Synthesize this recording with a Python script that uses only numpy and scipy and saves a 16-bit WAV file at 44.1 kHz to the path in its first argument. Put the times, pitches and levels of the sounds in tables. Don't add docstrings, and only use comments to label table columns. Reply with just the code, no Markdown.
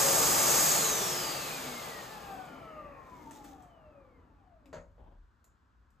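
import sys
import numpy as np
from scipy import signal
from scipy.fft import rfft, irfft, next_fast_len
from scipy.io import wavfile
from scipy.ndimage import map_coordinates

SR = 44100
rng = np.random.default_rng(int(sys.argv[2]) if len(sys.argv) > 2 else 0)


def unload_audio(sound):
    columns = np.transpose(np.atleast_2d(sound))
    steps = np.round(np.clip(columns, -1, 1) * 32767)
    wavfile.write(sys.argv[1], SR, steps.astype(np.int16))


N = 264600

FULL_SPEED, OFF_S = 550, .644
FRICTION, DRAG, DRAG_POWER = 47, 535, 2.1
BEARING_ORDER, BLADES, BARS, WHISTLE_ORDER = 4.45, 9, 20, 14.6
FLUTTER_SLOW_DB, FLUTTER_FAST_DB = 3, 1
BRUSH_FADE_SPEED = 34

UNBALANCE_DB, UNBALANCE_POWER = -45.5, 1
BLADE_DB, BLADE_POWER = -42, 1.05
WHISTLE_DB, WHISTLE_POWER = -36.5, .7
BRUSH_HISS_DB, BRUSH_HISS_POWER = -49.5, 1.6
HUM_DB, HUM_POWER = -44.5, 1.35
ROAR_DB, ROAR_POWER = -32.5, 1.718
DRONE_DB, DRONE_POWER = -48, 2
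SHAKE_DB, SHAKE_POWER = -56, 1.4
JET_DB, JET_POWER = -33, 1.64
MESH_DB, MESH_POWER = -26, 3.28

AIR_LAG_S, SMOOTH_SPEED, SMOOTH_STEEPNESS, SMOOTH_DB = 0.035, 193, 9.1, -23.5
RUMBLE_FLOOR_DB, ROOM_HISS_DB = -68, -72.5
TOP_HZ = 15350

# middle t/s, length/s, level/dB
UNBALANCE_SWELL = [(.05, .4, -32)]
# f/Hz, width/Hz, level/dB
MOUNT_RESONANCES = [(443, 21, 1.5), (374, 50, 4), (248, 22, 2.5), (205.5, 18, -5)]
# middle t/s, length/s, level/dB
BEARING_SONG = [(2.17, 0.16, -49.5), (2.35, 0.22, -41), (2.64, 0.28, -52), (2.84, 0.23, -49.5)]
# f/Hz, level/dB
EXHAUST_COLOUR = [(380, -22.5), (550, 1), (660, -2), (810, 6), (1040, -0.5), (1200, 6.5), (1430, -4.5),
                  (1800, -2), (2290, 0), (3400, -2.5), (4300, 5), (5000, 0.5)]
# multiple of the striking rate, level/dB
BRUSH_HARMONICS = [(1, -70), (2, -75.5), (3, -90.5), (4, -91)]
# f/Hz, level/dB
CASING_COLOUR = [(350, -26), (550, 0.5), (730, 4.5), (1000, -7), (1250, -2), (1500, -18.5), (1820, -14.5),
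                 (2020, -3), (2500, 0), (3200, -1.5), (4200, -21)]
# f/Hz, level/dB
WHISTLE_COLOUR = [(1200, -50.5), (1900, -20), (2500, -21.5), (3900, -23), (4650, -2.5), (5250, -5),
                  (5900, -2.5), (6450, 3), (6900, 4.5), (7900, -12.5)]
# f/Hz, level/dB
ROAR_COLOUR = [(80, -38), (250, -9.5), (350, -5), (600, -4.5), (1300, -2), (1700, -8), (2600, -13),
               (3500, -27.5), (8000, -51)]
# f/Hz, width/Hz, level/dB
PIPE_RESONANCES = [(360.3, 24, 0.5), (437, 19, 1), (484, 40, 0.5), (567, 64, 0.5), (643, 23, 0.5),
                   (780, 150, -0.5), (884, 25, 1), (1100, 87, -3), (1195.5, 28, 3), (1356, 21, -1.5),
                   (1733, 53, -2.5)]
# f/Hz, width/Hz, level/dB
DRUM_RESONANCES = [(143.7, 30, -2.7), (191, 54, -9)]
# middle t/s, length/s, level/dB
BOOMS = [(2.38, 0.18, -54.5), (2.56, 0.24, -55.5), (2.82, 0.38, -58), (3.27, 0.44, -53.5),
         (3.5, 0.32, -56.5), (4.1, 0.99, -67.5), (4.71, 0.23, -62)]
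# f/Hz, level/dB
JET_COLOUR = [(500, -27), (1500, 4.5), (2200, 2), (3500, 1.5), (5000, 0.5), (5700, -5.5), (6600, -5),
              (7500, -9.5), (9000, -5.5), (11500, -7), (15000, -7.5), (16000, -5.5)]
# f/Hz, level/dB
MESH_COLOUR = [(2500, -32.5), (4200, -18.5), (5000, -11.5), (5700, -9.5), (6500, -5.5), (7000, -7),
               (7900, -6.5), (9500, -9), (12000, -11.5), (15000, -12), (16000, -21.5)]
# f/Hz, width/Hz, level/dB
TUBE_RESONANCES = [(4980, 50, -9), (6420, 40, 0), (6590, 18, 7.5), (6900, 50, -6), (7342, 35, 4.5),
                   (7710, 41, -2.5)]
# t/s, level/dB
HISS_DRIFT = [(0, 0), (.3, -0.84), (.55, 0.3), (.8, 0), (1.1, 0.7), (1.5, .5)]
# t/s, length/s, starting f/Hz, fall/(octaves per s), level/dB
SQUEALS = [(1.872, .06, 10200, .1, -54), (2.2, .18, 13200, .55, -61), (2.2, .2, 8080, .45, -68)]
# middle t/s, length/s, level/dB
PALM_STROKES = [(3.23, 0.51, -66.5), (3.36, 0.13, -61.5), (3.48, 0.17, -63), (3.6, 0.25, -74)]
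# f/Hz, level/dB
RUB_COLOUR = [(400, -23.5), (1500, -5), (3500, 4.5), (4600, -1), (6300, 4), (8500, -2), (12000, -5),
              (15000, -1)]
# t/s, level/dB, upper edge f/Hz (higher is harder)
KNOCKS = [(4.729, -48, 9130), (4.74, -47.5, 4800), (4.766, -51, 4000), (4.981, -59.5, 1190)]
# f/Hz, level/dB
CRACK_COLOUR = [(100, -4), (380, -7), (560, 1), (800, -5), (1400, -5.5), (2300, -10), (3200, -18),
                (4400, -17), (5600, -24), (6800, -11.5), (7600, -21), (14000, -30)]
# f/Hz, level/dB, time to fall by 60 dB/s
HOSE_TONES = [(168, -5.5, 0.54), (245, -8, 0.47), (498, 1, .32), (561, 2, 0.42), (632, -1, 0.4),
              (900, -20, .5), (1040, -28, .3), (1290, -17, 0.4), (1520, -18.5, .3), (1910, -19.5, .2),
              (2200, -25, 0.46), (6643, -27, .25), (6900, -13, .22)]
# middle t/s, length/s, level/dB
HOSE_SLIDES = [(5.005, 0.041, -63), (5.08, 0.2, -61.5)]
# f/Hz, level/dB
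SLIDE_COLOUR = [(100, 6), (300, 4), (520, 2), (900, 5.5), (1400, -15.5), (2300, -22), (3400, -18),
                (4500, -40.5), (9000, -46)]
# t/s, level/dB, level of the body against the snap/dB
TICKS = [(2.454, -50, -16), (3.31, -37.5, -4), (3.3596, -44.5, -2), (3.4423, -41, -11), (3.4474, -47.5, 6),
         (3.481, -49, -8), (3.624, -49.5, -4), (4.658, -62.5, 13), (5.443, -47.5, -28), (5.905, -59.5, -10)]
# f/Hz, level/dB
SNAP_COLOUR = [(1000, 2), (4000, -17.5), (7000, 0), (10000, -3), (14000, -8), (16000, -1)]
# t/s, level/dB, f/Hz, length/s
THUDS = [(4.717, -52, 39.7, 0.12), (5.008, -55, 43.1, 0.13), (5.103, -52, 37.3, 0.17)]
# middle t/s, length/s, level/dB
RUMBLE_SWELLS = [(3, 2.6, -63), (4.2, 1.4, -64), (4.95, .8, -59.5), (6, 0.29, -63)]
# f/Hz, level/dB
RUMBLE_COLOUR = [(15, -19.5), (28, -6.5), (55, 6.5), (90, 0), (130, -14), (300, -57)]
# f/Hz, level/dB
ROOM_COLOUR = [(60, -7), (120, 0.5), (240, 1), (330, -6), (550, -11.5), (780, -9.5), (1000, -3.5),
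               (1600, -5.5), (2100, -19.5), (3600, -23), (8000, -31.5), (10000, -37), (15000, -40.5)]
# f/Hz, time to fall by 60 dB/s
ROOM_T60 = [(100, .42), (600, 0.36), (3000, 0.17), (7000, 0.3), (15000, 0.13)]
# f/Hz, likeness (1 is identical)
PORT_LIKENESS = [(30, 0.93), (300, .88), (800, 0.4), (1500, 0.19), (2300, 0.87), (4500, 0.48), (5400, .4),
                 (6500, 0.91), (9000, 0.93), (9600, 1), (10250, 1), (11000, 0.29), (13000, 0.44),
                 (15000, .8)]
# f/Hz, level difference/dB
PORT_LEAN = [(40, 1.5), (150, 2.5), (650, 4.5), (1100, 2.5), (1500, 0.5), (1900, 2), (4700, 1.5), (5500, 0),
             (15000, -0.5)]
# f/Hz, phase lead/rad
PORT_LEAD = [(30, 0), (500, .1), (1100, .5), (3000, .55), (5000, .1), (5600, -1.1), (6800, -.1), (8100, -1),
             (9600, -3.05), (10300, -3.25), (12400, -6.2), (13500, -6.4), (15400, -9.4)]


def rotor_speed(lag_s=0):
    share = np.linspace(1, 0, SR)
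    braking = FRICTION + DRAG * share ** DRAG_POWER
    reached_s = OFF_S + np.cumsum(FULL_SPEED / len(share) / braking)
    return np.interp(np.arange(N) / SR - lag_s, reached_s, share)


def rotor_angle(speed):
    turns_per_s = FULL_SPEED * speed * (1 + .0018 * wobble(18))
    return 2 * np.pi * np.cumsum(turns_per_s) / SR


def motor(speed, angle):
    unbalance_gain = np.hypot(amp(UNBALANCE_DB) * speed ** UNBALANCE_POWER, swells(UNBALANCE_SWELL))
    shaking = unbalance_gain * tone(angle, speed)
    mounts = ringing(MOUNT_RESONANCES, leak_db=-8)
    bass_cut = above(edge_hz=185, order=10)
    unbalance = filtered(shaking, lambda hz: bass_cut(hz) * mounts(hz))

    bearing = swells(BEARING_SONG) * tone(BEARING_ORDER * angle, speed)

    chopping = amp(BLADE_DB) * speed ** BLADE_POWER * tone(BLADES * angle, speed)
    blades = filtered(chopping, colour(EXHAUST_COLOUR))

    whine = sum(amp(db) * tone(round(k) * BARS * angle, speed) for k, db in BRUSH_HARMONICS)
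    hiss = amp(BRUSH_HISS_DB) * speed ** BRUSH_HISS_POWER * narrow_band(BARS * angle, width_hz=600)
    whine_fade = np.minimum(FULL_SPEED * speed / BRUSH_FADE_SPEED, 1) ** 2
    brushes = filtered(whine_fade * whine + hiss, colour(CASING_COLOUR))
    return in_room(unbalance + bearing + blades + brushes, wet_db=-4)


def fan_whistle(speed, angle):
    breath = narrow_band(WHISTLE_ORDER * angle, width_hz=520)
    whistle = amp(WHISTLE_DB) * speed ** WHISTLE_POWER * breath
    return in_room(filtered(whistle, colour(WHISTLE_COLOUR)), wet_db=2.0)


def duct(speed):
    def drum_response(hz):
        return resonances(DRUM_RESONANCES)(hz) / (1 + (hz / 420) ** 4) / (1 + (95 / (hz + 1)) ** 4)

    pipe_ringing = ringing(PIPE_RESONANCES, leak_db=-10.5)
    drum = rush(drum_response)
    pipe = rush(lambda hz: colour(ROAR_COLOUR)(hz) * pipe_ringing(hz))
    hollow = rush(lambda hz: resonances([(280, 85, 0)])(hz) ** 2)

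    hum_gain = amp(HUM_DB) * speed ** HUM_POWER
    roar_gain = amp(ROAR_DB + .5 * wobble(16)) * speed ** ROAR_POWER
    drone_gain = np.hypot(amp(DRONE_DB) * speed ** DRONE_POWER, swells(BOOMS))
    return hum_gain * drum + roar_gain * pipe + drone_gain * hollow


def nozzle():
    def through_tube(points):
        tube = lambda hz: np.hypot(1, amp(3.0) * resonances(TUBE_RESONANCES)(hz))
        return rush(lambda hz: colour(points)(hz) * tube(hz))

    flow = rotor_speed(lag_s=AIR_LAG_S)
    excess = (flow * FULL_SPEED / SMOOTH_SPEED) ** SMOOTH_STEEPNESS
    turbulence = (excess + amp(SMOOTH_DB)) / (excess + 1)
    jet = amp(JET_DB) * flow ** JET_POWER * through_tube(JET_COLOUR)
    mesh = amp(MESH_DB) * flow ** MESH_POWER * through_tube(MESH_COLOUR)
    drift_db = np.interp(np.arange(N) / SR, *np.transpose(HISS_DRIFT))
    flicker_db = .25 * wobble(25) + .3 * wobble(400)
    return turbulence * (jet + mesh) * amp(drift_db + flicker_db)


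def squeals():
    out = np.zeros(N)
    for s, length, hz, fall, db in SQUEALS:
        t = since(s)
        pitch = hz * 2 ** (-fall * t) * (1 + 0.0078 * wobble(590))
        swell = np.sin(np.pi * np.minimum(t / length, 1))
        out += amp(db) * swell * np.sin(2 * np.pi * np.cumsum(pitch) / SR)
    return in_room(out, wet_db=4)


def hose():
    cracks, rings = np.zeros(N), np.zeros(N)
    for s, db, edge_hz in KNOCKS:
        soft = lambda hz: 1 / (1 + (hz / edge_hz) ** 2)
        crack = unit(filtered(rng.standard_normal(N), colour(CRACK_COLOUR)))
        cracks += amp(db + 3.5) * filtered(crack * decay(s, t60=0.11), soft)
        for hz, level, t60 in HOSE_TONES:
            ring = decay(s, t60) * np.sin(2 * np.pi * hz * since(s))
            rings += amp(db + level) * soft(hz) * ring
    grains = amp(2.0 * wobble(90))
    scuff = swells(HOSE_SLIDES) * unit(rush(colour(SLIDE_COLOUR)) * grains)
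    return in_room(cracks, wet_db=1) + amp(-3.5) * rings + scuff


def palm():
    grains = amp(2 * wobble(300))
    return swells(PALM_STROKES) * unit(rush(colour(RUB_COLOUR)) * grains)


def ticks():
    snap = unit(filtered(rng.standard_normal(N), colour(SNAP_COLOUR)))
    body = unit(filtered(rng.standard_normal(N), colour(CRACK_COLOUR)))
    bursts = np.zeros(N)
    for s, db, body_db in TICKS:
        bursts += amp(db - 3) * decay(s, t60=.012) * (snap + amp(body_db) * body)
    return in_room(bursts, wet_db=3.0)


def thuds():
    out = np.zeros(N)
    for s, db, hz, length in THUDS:
        t = since(s)
        swell = np.sin(np.pi * np.minimum(t / length, 1))
        out += amp(db) * swell * np.sin(2 * np.pi * hz * t)
    return out


def room_tone(speed):
    shake = amp(SHAKE_DB) * speed ** SHAKE_POWER
    rumble_gain = np.sqrt(amp(RUMBLE_FLOOR_DB) ** 2 + shake ** 2 + swells(RUMBLE_SWELLS) ** 2)
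    rumble = rumble_gain * rush(colour(RUMBLE_COLOUR))
    return rumble + amp(ROOM_HISS_DB) * rush(colour(ROOM_COLOUR))


def in_room(x, wet_db):
    hz, t, z = signal.stft(rng.standard_normal((2, SR // 2)), SR, nperseg=256)
    fade = amp(-60 * t / along(ROOM_T60, hz)[:, None])
    tail = signal.istft(z * fade, SR, nperseg=256)[1]
    echo = signal.fftconvolve(x[None], tail / np.linalg.norm(tail[0]), axes=1)[:, :N]
    return (x + amp(wet_db) * at_ports(echo)) / np.hypot(1, amp(wet_db))


def at_ports(pair):
    def mix(hz):
        turn = np.arccos(np.clip(along(PORT_LIKENESS, hz), -1, 1)) / 2
        return np.array([np.cos(turn), np.sin(turn)])

    mid, side = filtered(pair, mix)
    return np.array([mid + side, mid - side])


def rush(response):
    return unit(at_ports(filtered(rng.standard_normal((2, N)), response)))


def tone(phase, speed):
    depth_db = FLUTTER_SLOW_DB + (FLUTTER_FAST_DB - FLUTTER_SLOW_DB) * speed
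    flutter_db = depth_db * (.8 * wobble(22) + .7 * wobble(110))
    return amp(flutter_db) * np.sin(phase + .35 * wobble(130))


def narrow_band(phase, width_hz):
    return unit(wobble(width_hz) * np.cos(phase) + wobble(width_hz) * np.sin(phase))


def wobble(rate):
    points = rng.standard_normal(int(N * rate / SR) + 4)
    return map_coordinates(points, [np.arange(N) * rate / SR])


def swells(rows):
    t = np.arange(N) / SR
    return np.sqrt(sum(amp(db) ** 2 * np.exp(-np.pi * (2 * (t - s) / length) ** 2)
                       for s, length, db in rows))


def since(s):
    return np.maximum(np.arange(N) / SR - s, 0)


def decay(s, t60):
    t = since(s)
    return (t > 0) * np.exp(-np.log(1000) * t / t60)


def filtered(x, response):
    size = next_fast_len(N + SR // 2)
    return irfft(rfft(x, size) * response(np.fft.rfftfreq(size, 1 / SR)), size)[..., :N]


def colour(points):
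    return lambda hz: amp(along(points, hz))


def resonances(modes):
    def peak_power(hz, centre, width, db):
        return amp(db) ** 2 / (1 + (2 * (hz - centre) / width) ** 2)

    return lambda hz: np.sqrt(sum(peak_power(hz, *mode) for mode in modes))


def ringing(modes, leak_db):
    return lambda hz: np.hypot(amp(leak_db), resonances(modes)(hz))


def above(edge_hz, order=4):
    return lambda hz: 1 / np.hypot(1, (edge_hz / (hz + 1)) ** order)


def along(points, hz):
    f, v = np.transpose(points)
    return np.interp(np.log(hz + 1), np.log(f + 1), v)


def amp(db):
    return 10 ** (np.asarray(db) / 20)


def unit(x):
    return x / np.sqrt(np.mean(x ** 2) + 1e-20)


def scene():
    speed = rotor_speed()
    angle = rotor_angle(speed)
    machine = motor(speed, angle) + fan_whistle(speed, angle) + duct(speed) + nozzle() + squeals()
    handling = hose() + palm() + ticks() + thuds()
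    return machine + handling + room_tone(speed)


def record(dry):
    half = np.array([[.5], [-.5]])

    def response(hz):
        ports = amp(half * along(PORT_LEAN, hz)) * np.exp(1j * half * along(PORT_LEAD, hz))
        treble_end = 1 / np.hypot(1, (hz / TOP_HZ) ** 150)
        return ports * treble_end * above(edge_hz=28)(hz)

    return filtered(dry, response)


dry = scene()
out = record(dry)
unload_audio(out)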